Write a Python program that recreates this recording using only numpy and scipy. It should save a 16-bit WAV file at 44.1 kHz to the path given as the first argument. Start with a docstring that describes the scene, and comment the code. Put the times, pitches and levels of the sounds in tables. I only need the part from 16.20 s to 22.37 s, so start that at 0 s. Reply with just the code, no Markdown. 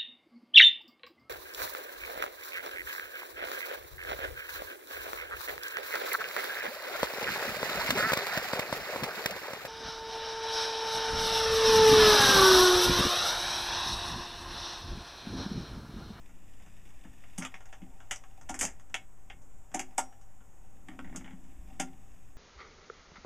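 """In a quiet curtained room, the changer of an old record player runs through its cycle close to a small camera.
Levers and cams click and clunk: each blow rings the steel parts, the deck plate and the wooden cabinet as
fading sines and noise bursts, and a few leave a thin part ringing. Between blows the cam gear rubs and ticks,
as noise through the same resonances. Behind it are motor hum, building rumble, air noise and camera hiss."""
import sys
import numpy as np
from scipy import signal
from scipy.fft import rfft, irfft, next_fast_len
from scipy.io import wavfile
from scipy.ndimage import map_coordinates

SR = 44100
rng = np.random.default_rng(int(sys.argv[2]) if len(sys.argv) > 2 else 0)


def dump_mix(stems):
    """Bounce the given channels to the path in sys.argv[1] as a 16-bit WAV at rate SR."""
    frames = np.atleast_2d(stems).T  # one column per channel
    limited = np.clip(frames, -1, 1)  # hard clip at full scale
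    pcm = np.round(limited * 32767).astype(np.int16)
    wavfile.write(sys.argv[1], SR, pcm)


N = 272097

# Ways in which each part can ring: (pitch [Hz], relative level [dB], nominal time to fade by 60 dB [s])
# wooden cabinet
CABINET_MODES = [(179.5, 0.5, 0.18), (260.9, 0.5, 0.23), (308.7, -1.5, 0.16), (369.6, -7, 0.32)]
# deck plate
PLATE_MODES = [(560, -21, 0.072), (620, -12.5, 0.068), (765.8, -1.5, .11), (800, -7, 0.088),
               (901, -12.5, 0.079), (936, -12.5, 0.08)]
# steel levers
LEVER_MODES = [(1240, -1.5, 0.099), (1397, 3.5, 0.17), (1590, -3, 0.056), (1707, 4, 0.12),
               (1875, 6.5, 0.15), (2103, 7, 0.12), (2194, 10.5, 0.086), (2303, 7.5, 0.095),
               (2585, 9.5, 0.038)]
# pawls
PAWL_MODES = [(2954, -2, 0.052), (3140, -23.5, 0.013), (3300, -1.5, 0.099), (3442, 6, 0.074)]


def amp(db):
    """Turn decibels into a gain."""
    return 10 ** (np.asarray(db) / 20)


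def unit(x):
    """Scale a signal to an rms of 1."""
    return x / np.sqrt(np.mean(x ** 2) + 1e-20)


def along(points, hz):
    """Read a value between (frequency, value) points on a nearly logarithmic frequency axis."""
    f, v = np.transpose(points)
    return np.interp(np.log(hz + 0.19), np.log(f + 0.066), v)


def curves(rows):
    """Draw one curve over the whole scene for each column after the time."""
    s, *cols = np.transpose(rows)
    return [np.interp(np.arange(N) / SR, s, c) for c in cols]


def wobble(rate):
    """Make a smooth random curve through `rate` random points a second."""
    points = rng.standard_normal(int(N * rate / SR) + 4)
    return map_coordinates(points, [np.arange(N) * rate / SR])


def filtered(x, response):
    """Filter a signal by multiplying its spectrum with a response to frequency."""
    n = x.shape[-1]
    m = next_fast_len(n + 8192)  # spare room keeps the filter's tail from wrapping round
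    return irfft(rfft(x, m) * response(np.fft.rfftfreq(m, 1 / SR)), m)[..., :n]


def resonance(f, hz, width_hz):
    """Response of one resonance: 1 at its centre, weaker to both sides."""
    return 1j * f * width_hz / (hz * hz - f * f + 1j * f * width_hz)


def noise(spectrum):
    """Make noise of rms 1, coloured by (frequency, relative level) points."""
    return unit(filtered(rng.standard_normal(N), lambda f: amp(along(spectrum, f))))


def ring(modes, t, centre_hz, loss_db_per_octave, attack_s, damping, luck):
    """Ring a struck part as fading sines; modes near the centre are favoured, and luck varies each blow."""
    hz, db, t60 = (np.array(c)[:, None] for c in zip(*modes))
    octaves_away = np.abs(np.log2(hz / centre_hz))
    gain = amp(db - loss_db_per_octave * octaves_away + 1.9 * luck[:len(hz), None])
    fade = amp(-60 * t / (t60 * damping))
    phase = 2 * luck[-len(hz):, None]
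    waves = gain * fade * np.sin(2 * np.pi * hz * t + phase)
    return waves.sum(0) * (1 - np.exp(-t / attack_s)) / np.linalg.norm(gain)


def clatter(t, centre_hz, width_hz, top_hz, t60, crack_db):
    """Countless short modes blur into noise around a centre: a crack, then a dying hiss, weaker above top_hz."""
    shape = amp(-60 * t / t60) + amp(crack_db - 60 * t / 0.0076)

    def colour(f):
        rolloff = (1 + 1j * f / top_hz) ** 3
        make_up = (1 + (centre_hz / top_hz) ** 2) ** 1.5  # restores the level at the centre
        return resonance(f, centre_hz, width_hz) / rolloff * make_up

    burst = filtered(rng.standard_normal(len(t)) * shape, colour)
    return burst / np.sqrt(width_hz * np.pi / SR)


def contacts():
    """List every contact of parts as a full row; some columns are the same for many contacts."""
    # Heavy blows of levers and cams; part levels are relative to the blow level:
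    # (time [s], blow level [dB], cabinet level [dB], cabinet centre [Hz], plate level [dB], lever level [dB],
    #  lever centre [Hz], pawl level [dB], catch level [dB], catch centre [Hz], fade setting [s])
    heavy = [(1.1794, -28, -11, 151, -39, -23, 1770, -21, -8, 6200, .13),
             (1.1832, -22.5, -7.5, 214, -35, -35, 2730, -17, -8, 8760, 0.058),
             (1.2104, -33, -10, 280, -22, -8.5, 1210, -35, -26, 7110, 0.18),
             (1.2226, -26.5, -10, 179, -13, -10.5, 2090, -15, -12.5, 6040, 0.12),
             (1.2501, -28.5, -39, 277, -28, -7.5, 1420, -3.5, -8.5, 7300, 0.077),
             (1.3414, -39, -15, 151, -4, -2.5, 2210, -5, -10.5, 5740, 0.1),
             (1.5269, -39.5, -31, 151, -7.5, -7.5, 1680, -9.5, -12, 6300, 0.12),
             (1.9106, -24.5, -36, 350, -10.5, -7, 2070, -7.5, -2.5, 7000, .11),
             (1.9599, -40, -28, 197, -10, -34, 2760, -33, 0.5, 6440, 0.061),
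             (2.0378, -41.5, -30, 172, -11, -7.5, 1640, -13, -15, 6640, 0.051),
             (2.2942, -20.5, -15, 283, -1.5, -18, 1380, -24, -11, 7000, 0.086),
             (2.3421, -27, -22, 320, -14, -11, 1820, -35, -10, 7200, .11),
             (2.391, -30, -25, 151, -18, -18, 1590, -15, 3, 7700, 0.14),
             (2.4109, -18.5, -18.5, 283, -32, -10.5, 2250, -22, -1.5, 7430, 0.12),
             (2.4274, -13, -33, 336, -14, -22, 2000, -43, -14, 7070, 0.15),
             (2.4394, -18, -18.5, 178, -8.5, -23, 2240, -29, -11, 6600, 0.06),
             (2.4514, -25.5, -20, 151, -28, -22, 2040, -28, 0.5, 7040, 0.052),
             (2.4714, -34, -12.5, 151, -25, -14, 1970, -26, -13, 6800, 0.19),
             (2.7427, -18, -37, 304, -12.5, -12.5, 2430, -8, -14.5, 6850, 0.077),
             (3.1004, -37.5, -36, 172, -6, -3, 2240, -6, -22, 6500, 0.091),
             (3.5414, -35, -11, 191, 9, -5, 1820, -23, -5, 6800, 0.078),
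             (3.5453, -23.5, -9, 292, 3.5, -12.5, 2270, -23, -5.5, 7300, 0.08),
             (3.5937, -20.5, -19.5, 260, -8.5, -13, 2260, -27, -9, 7160, 0.088),
             (3.7808, -14.5, -24, 264, -2.1, -14.5, 1290, -21.5, -7, 7650, 0.094),
             (4.6853, -34, -6, 268, -6, -8, 1810, -9.5, -19, 7950, 0.047),
             (4.7905, -32.5, -4, 264, 0.5, -6.5, 1280, -10.5, -22.5, 7900, 0.044),
             (4.9484, -32.5, -7.5, 264, -18, -16.5, 1330, -45, -38, 7610, 0.13),
             (4.9601, -29.5, -28, 256, -18, -19.5, 1360, -20, -2, 7040, 0.076),
             (5.5972, -30.5, -3.5, 151, -15, -4.5, 1600, -24, -11, 6670, 0.12),
             (5.5992, -17.5, -14.5, 253, -4.5, -14.5, 2700, -18.5, -6.5, 6780, 0.081)]
    # Light ticks of loose parts:
    # (time [s], tick level [dB], cabinet level [dB], lever centre [Hz], catch level [dB])
    light = [(0.0917, -50.5, -6, 1320, -12), (0.399, -50, -6, 1800, -19), (0.4615, -49, -10, 1800, -14),
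             (0.6897, -50.5, -6, 1900, -11), (0.8477, -42.5, 0.5, 1800, -24), (1.0374, -46, -19, 1860, -22),
             (1.4054, -43.5, -30, 1350, -16.5), (1.4561, -48, -28, 1770, -8), (1.6191, -48, 12, 2610, -29),
             (1.8038, -44, -22, 1360, -18.5), (2.2124, -48, -22, 1390, -4.5),
             (2.2907, -34.5, -29, 1750, -12), (2.5973, -50, -30, 1310, -6), (2.6978, -53, -9, 1390, -11),
             (3.2181, -66.5, -17, 1280, 7), (3.5164, -49, -3, 1590, -10.5), (3.5709, -36.5, -15, 1200, -21),
             (3.727, -58, -14, 1400, -25), (3.7778, -43, -26, 1400, 1), (3.925, -51, -22, 1410, -13),
             (4.013, -56.5, -14, 1350, -1), (4.2055, -53.5, -1.5, 1400, -21), (5.241, -55.5, 5, 1310, -8),
             (5.5398, -56, 0, 1300, -16), (5.6298, -54, 15.5, 1420, -12)]
    # Teeth of the cam gear dropping into mesh:
    # (time [s], tooth level [dB], cabinet level [dB], cabinet centre [Hz], pawl level [dB])
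    mesh = [(4.715, -48, -15, 256, -14), (4.7358, -51, 0, 191, -14), (4.8452, -42.5, -1, 194, -15),
            (4.8745, -46, -14, 178, -17), (4.897, -49, -9, 183, -20), (4.9264, -44.5, -3, 291, -24),
            (5.009, -44.5, -7, 258, -15), (5.044, -42, 1.5, 210, -6), (5.0591, -42, -9, 183, -17),
            (5.078, -41.5, -17, 188, -18), (5.1073, -45.5, -1, 275, -9), (5.1312, -53.5, 14.5, 178, -12)]

    # fill in the missing columns, in the order of the heavy blows
    tick_rows = [(s, db, box_db, 194.4, -16, -9, lever_hz, -14, catch_db, 6770, 0.11)
                 for s, db, box_db, lever_hz, catch_db in light]
    tooth_rows = [(s, db, box_db, box_hz, -7, -8, 1930, pawl_db, -24, 6900, 0.086)
                  for s, db, box_db, box_hz, pawl_db in mesh]
    return heavy + tick_rows + tooth_rows


def blows():
    """Every blow shakes cabinet, plate, levers, pawls and catches in its own proportions."""
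    # Modes of the small catches: (pitch [Hz], relative level [dB], nominal time to fade by 60 dB [s])
    catch_modes = [(5420, 8, 0.084), (5730, 2, 0.1), (6300, -26, .07), (5980, 4, 0.088), (6350, 0, 0.09),
                   (6430, 12.5, 0.088), (6890, 19, 0.026), (7400, -17, .1), (8300, 2, .1), (8650, -20, .08),
                   (8450, 0, .08), (9200, -20, .08)]
    out, t = np.zeros(N + SR), np.arange(SR * 2 // 5) / SR
    rows = contacts()
    lucks = rng.standard_normal((len(rows), 6, 24))
    for row, luck in zip(rows, lucks):
        s, db, box_db, box_hz, plate_db, lever_db, lever_hz, pawl_db, catch_db, catch_hz, t60 = row
        thud_db = -13 - 0.35 * (db + 45)  # a harder contact has a relatively weaker dull knock
        damping = np.clip(t60, .02, .4) / .12  # a part that is held rings shorter
        # the share of clear ringing against grating noise varies at random from blow to blow
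        clean = 0.51 + 0.082 * luck[5, 0]
        tone, grit = np.sqrt(np.clip([clean, 1 - clean], .02, .98))

        box = ring(CABINET_MODES, t, box_hz, 23.8, 0.0036, 0.85, luck[0])
        thud = clatter(t, 760, 430, 1770, .1 * damping, 4.4)
        plate = ring(PLATE_MODES, t, 550, 2.8, 0.0029, damping, luck[1])
        lever = tone * ring(LEVER_MODES, t, lever_hz, 26 * clean, 0.0011, damping, luck[2])
        lever += 0.89 * grit * clatter(t, lever_hz, 830, 2820, .11 * damping, 0)
        pawl = tone * ring(PAWL_MODES, t, 3600, 3, 0.0017, damping, luck[3])
        pawl += 0.97 * grit * clatter(t, 3080, 810, 6400, .1 * damping, 0)
        catch = 0.8 * tone * ring(catch_modes, t, catch_hz, 36 * clean, 0.0012, damping, luck[4])
        catch += 1.075 * grit * clatter(t, catch_hz, 1480, 8800, .11 * damping, 0.73)

        panels = amp(box_db) * box + amp(thud_db) * thud + amp(plate_db) * plate
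        panels *= 1 - np.exp(-t / 0.0026)  # large panels take time to answer
        steel = amp(lever_db) * lever + amp(pawl_db) * pawl + amp(catch_db) * catch
        out[round(s * SR):][:len(t)] += amp(db) * (panels + steel)
    return filtered(out[:N], lambda f: 1 / (1 + 1j * f / 13000) ** 2)  # blunt contacts carry little treble


def springs():
    """A spring or thin part rings on as a pure tone that slowly fades."""
    # Ringing parts: (pitch [Hz], time to fade by 60 dB [s], list of starts (time [s], level [dB]))
    ringing_parts = [(803, .9, [(2.295, -57), (3.781, -56), (5.599, -59)]), (2190, .15, [(2.743, -33),
                     (3.1, -50), (3.781, -51)]), (5680, .4, [(3.781, -53)])]
    out, t = np.zeros(N + SR), np.arange(SR) / SR
    for hz, t60, starts in ringing_parts:
        for s, db in starts:
            out[round(s * SR):][:SR] += amp(db - 60 * t / t60) * np.sin(2 * np.pi * hz * t)
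    return out[:N]


def body(modes, spread):
    """Response of a rubbed part: its resonances added with alternating sign, broader where they fade faster."""
    def response(f):
        return sum((-1) ** k * amp(db) * resonance(f, hz, spread / t60)
                   for k, (hz, db, t60) in enumerate(modes))
    return response


def gear():
    """The cam gear rubs unevenly and ticks faintly; this friction noise shakes cabinet, plate and levers."""
    # Strength of the rubbing in each part: (time [s], cabinet level [dB], plate level [dB], lever level [dB])
    rubbing = [(0.0, -65.5, -79, -67.5), (0.69, -64.5, -77, -66), (1.2, -67.5, -74, -63.5),
               (1.4, -72, -68, -68.5), (1.65, -74, -66, -71.5), (2.37, -70, -70, -70.5),
               (2.9, -70.5, -75, -81), (3.56, -74.5, -71, -80), (3.71, -70, -63.5, -68.5),
               (4.02, -78, -71.5, -78.5), (4.4, -76, -70.5, -77), (4.85, -55.5, -71, -71),
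               (4.98, -49.5, -72, -63), (5.1, -63.5, -74, -72), (5.57, -61, -69, -69.5),
               (6.17, -68, -78, -72.5)]
    box_db, plate_db, lever_db = curves(rubbing)
    # about 45 ticks a second at random, each a brief surge in the rubbing
    ticks = (rng.random(N) < 45 / SR) * amp(2.2 * rng.exponential(size=N))
    surge = amp(-60 * np.arange(SR // 10) / SR / .03)
    rough = 1 + .9 * signal.fftconvolve(ticks, surge)[:N]
    rub = amp(wobble(7.4)) * rough
    sway_db = 1.5 * wobble(6)

    cabinet = body(CABINET_MODES, 3.8)
    box = unit(filtered(rng.standard_normal(N), lambda f: cabinet(f) / (1 + (f / 260) ** 2)))
    plate = unit(filtered(rng.standard_normal(N) * rub, body(PLATE_MODES, 3.9)))
    lever = unit(filtered(rng.standard_normal(N) * rub, body(LEVER_MODES + PAWL_MODES, 36)))
    whirr = unit(filtered(rng.standard_normal(N) * rub, lambda f: resonance(f, 5060, 1000) ** 2))
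    low = amp(box_db + sway_db) * box + amp(plate_db) * plate
    return low + amp(lever_db) * lever + amp(lever_db - 14) * whirr


def tones(lines, sway_db, drift):
    """Add steady tones that waver a little in level (dB) and phase (radians)."""
    t = np.arange(N) / SR
    out = np.zeros(N)
    for hz, db in lines:
        level = np.sqrt(2) * amp(db + sway_db * wobble(3.2))  # a sine peaks at root 2 times its rms
        out += level * np.sin(2 * np.pi * hz * t + drift * wobble(8.0))
    return out


def motor_hum():
    """The mains-driven motor hums on low, steady tones."""
    # Hum tones: (pitch [Hz], average rms level [dB])
    hum_lines = [(100, -66.5), (200, -80)]
    return tones(hum_lines, 1.3, 0.28)


def camera_whine():
    """The camera adds thin, high tones that waver."""
    # Whine tones: (pitch [Hz], average rms level [dB])
    whine_lines = [(5561, -91), (6223, -94), (6621, -82.5), (6955, -89.5), (7165, -82), (7224, -94),
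                   (7865, -83.5), (8452, -91.5), (8484, -90), (9022, -100), (9561, -100), (12710, -92)]
    return tones(whine_lines, 2.7, 1.0)


def building_rumble():
    """The building rumbles as deep noise that sways in level and swells twice."""
    # Colour of the steady rumble: (frequency [Hz], relative level [dB])
    rumble_colour = [(1, -28), (2.5, 5), (9, -6.5), (16, -5.5), (30, -10), (60, -17), (90, -23),
                     (200, -32.5), (600, -41.5), (2000, -84)]
    # Colour of the swells: (frequency [Hz], relative level [dB])
    swell_colour = [(5, -20.5), (20.5, -6), (50, 2), (75, -17), (130, -56)]
    # Deep swells: (time of the middle [s], level [dB], time from the middle to 1/e of the height [s])
    swell_times = [(2.37, -52, 0.16), (5.42, -47, 0.14)]
    t = np.arange(N) / SR
    swells = sum(amp(db) * np.exp(-((t - s) / width) ** 2) for s, db, width in swell_times)
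    steady = amp(-50 + 2.2 * wobble(3.43)) * noise(rumble_colour)
    return steady + swells * noise(swell_colour)


def room_air():
    """The room air is a steady, faint noise."""
    # Colour of the air: (frequency [Hz], relative level [dB])
    air_colour = [(100, -17), (500, 5), (1000, 4), (2500, -5.5), (4500, -10.5), (6000, -6), (7500, -1),
                  (10000, -12), (16000, -12)]
    return amp(-67.5) * noise(air_colour)


def room(x):
    """Near walls send early echoes, then a short noise-like tail dies at a speed set by frequency."""
    # Early echoes: (delay [s], level [dB])
    echoes = [(.0045, -14), (.0098, -9), (.0135, -16), (.019, -13.5)]
    # Fading of the tail: (frequency [Hz], time to fade by 60 dB [s])
    tail_times = [(200, 0.33), (1000, 0.19), (4000, 0.17), (12000, 0.16)]
    hz, t, z = signal.stft(rng.standard_normal(SR // 2), SR, nperseg=256)
    fade = amp(-60 * t / along(tail_times, hz)[:, None])
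    tail = signal.istft(z * fade, SR, nperseg=256)[1]
    late = signal.fftconvolve(np.pad(x, (400, 0)), tail / np.linalg.norm(tail))[:N]  # 400 samples late
    early = sum(amp(db) * np.pad(x, (round(s * SR), 0))[:N] for s, db in echoes)
    return x + amp(-11.5) * late + early


def scene():
    """Mix all sources for one microphone that feeds both channels; blows and springs also fill the room."""
    player = room(blows() + springs()) + gear() + motor_hum()
    mix = player + camera_whine() + building_rumble() + room_air()
    return np.tile(mix, (2, 1))


def record(dry):
    """The microphone cavity weakens a band; hiss of opposite sign in the channels, a band limit and offset follow."""
    # Colour of the camera hiss: (frequency [Hz], relative level [dB])
    hiss_colour = [(5, 31.5), (45, 20.5), (60, 22.5), (100, -10), (300, 2.5), (1500, -2.5), (3000, -15),
                   (4500, -29), (6500, -10), (9000, -4), (16000, -3.5)]
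    # Constant offset, one row per channel: (offset [fraction of full scale])
    channel_offset = [
        [-.00759],
        [-.00694],
    ]
    notch_hz, top_hz = 4210, 15350

    def cavity(f):
        broad_dip = 1 - 0.91 * resonance(f, notch_hz, 2360)
        narrow_dip = 1 - 0.43 * resonance(f, notch_hz, 430)
        return broad_dip * narrow_dip

    hiss = amp(-72.5) * noise(hiss_colour) * [[1], [-1]]
    wet = filtered(dry, cavity) + hiss
    return filtered(wet, lambda f: f < top_hz) + channel_offset


dry = scene()
out = record(dry)
dump_mix(out)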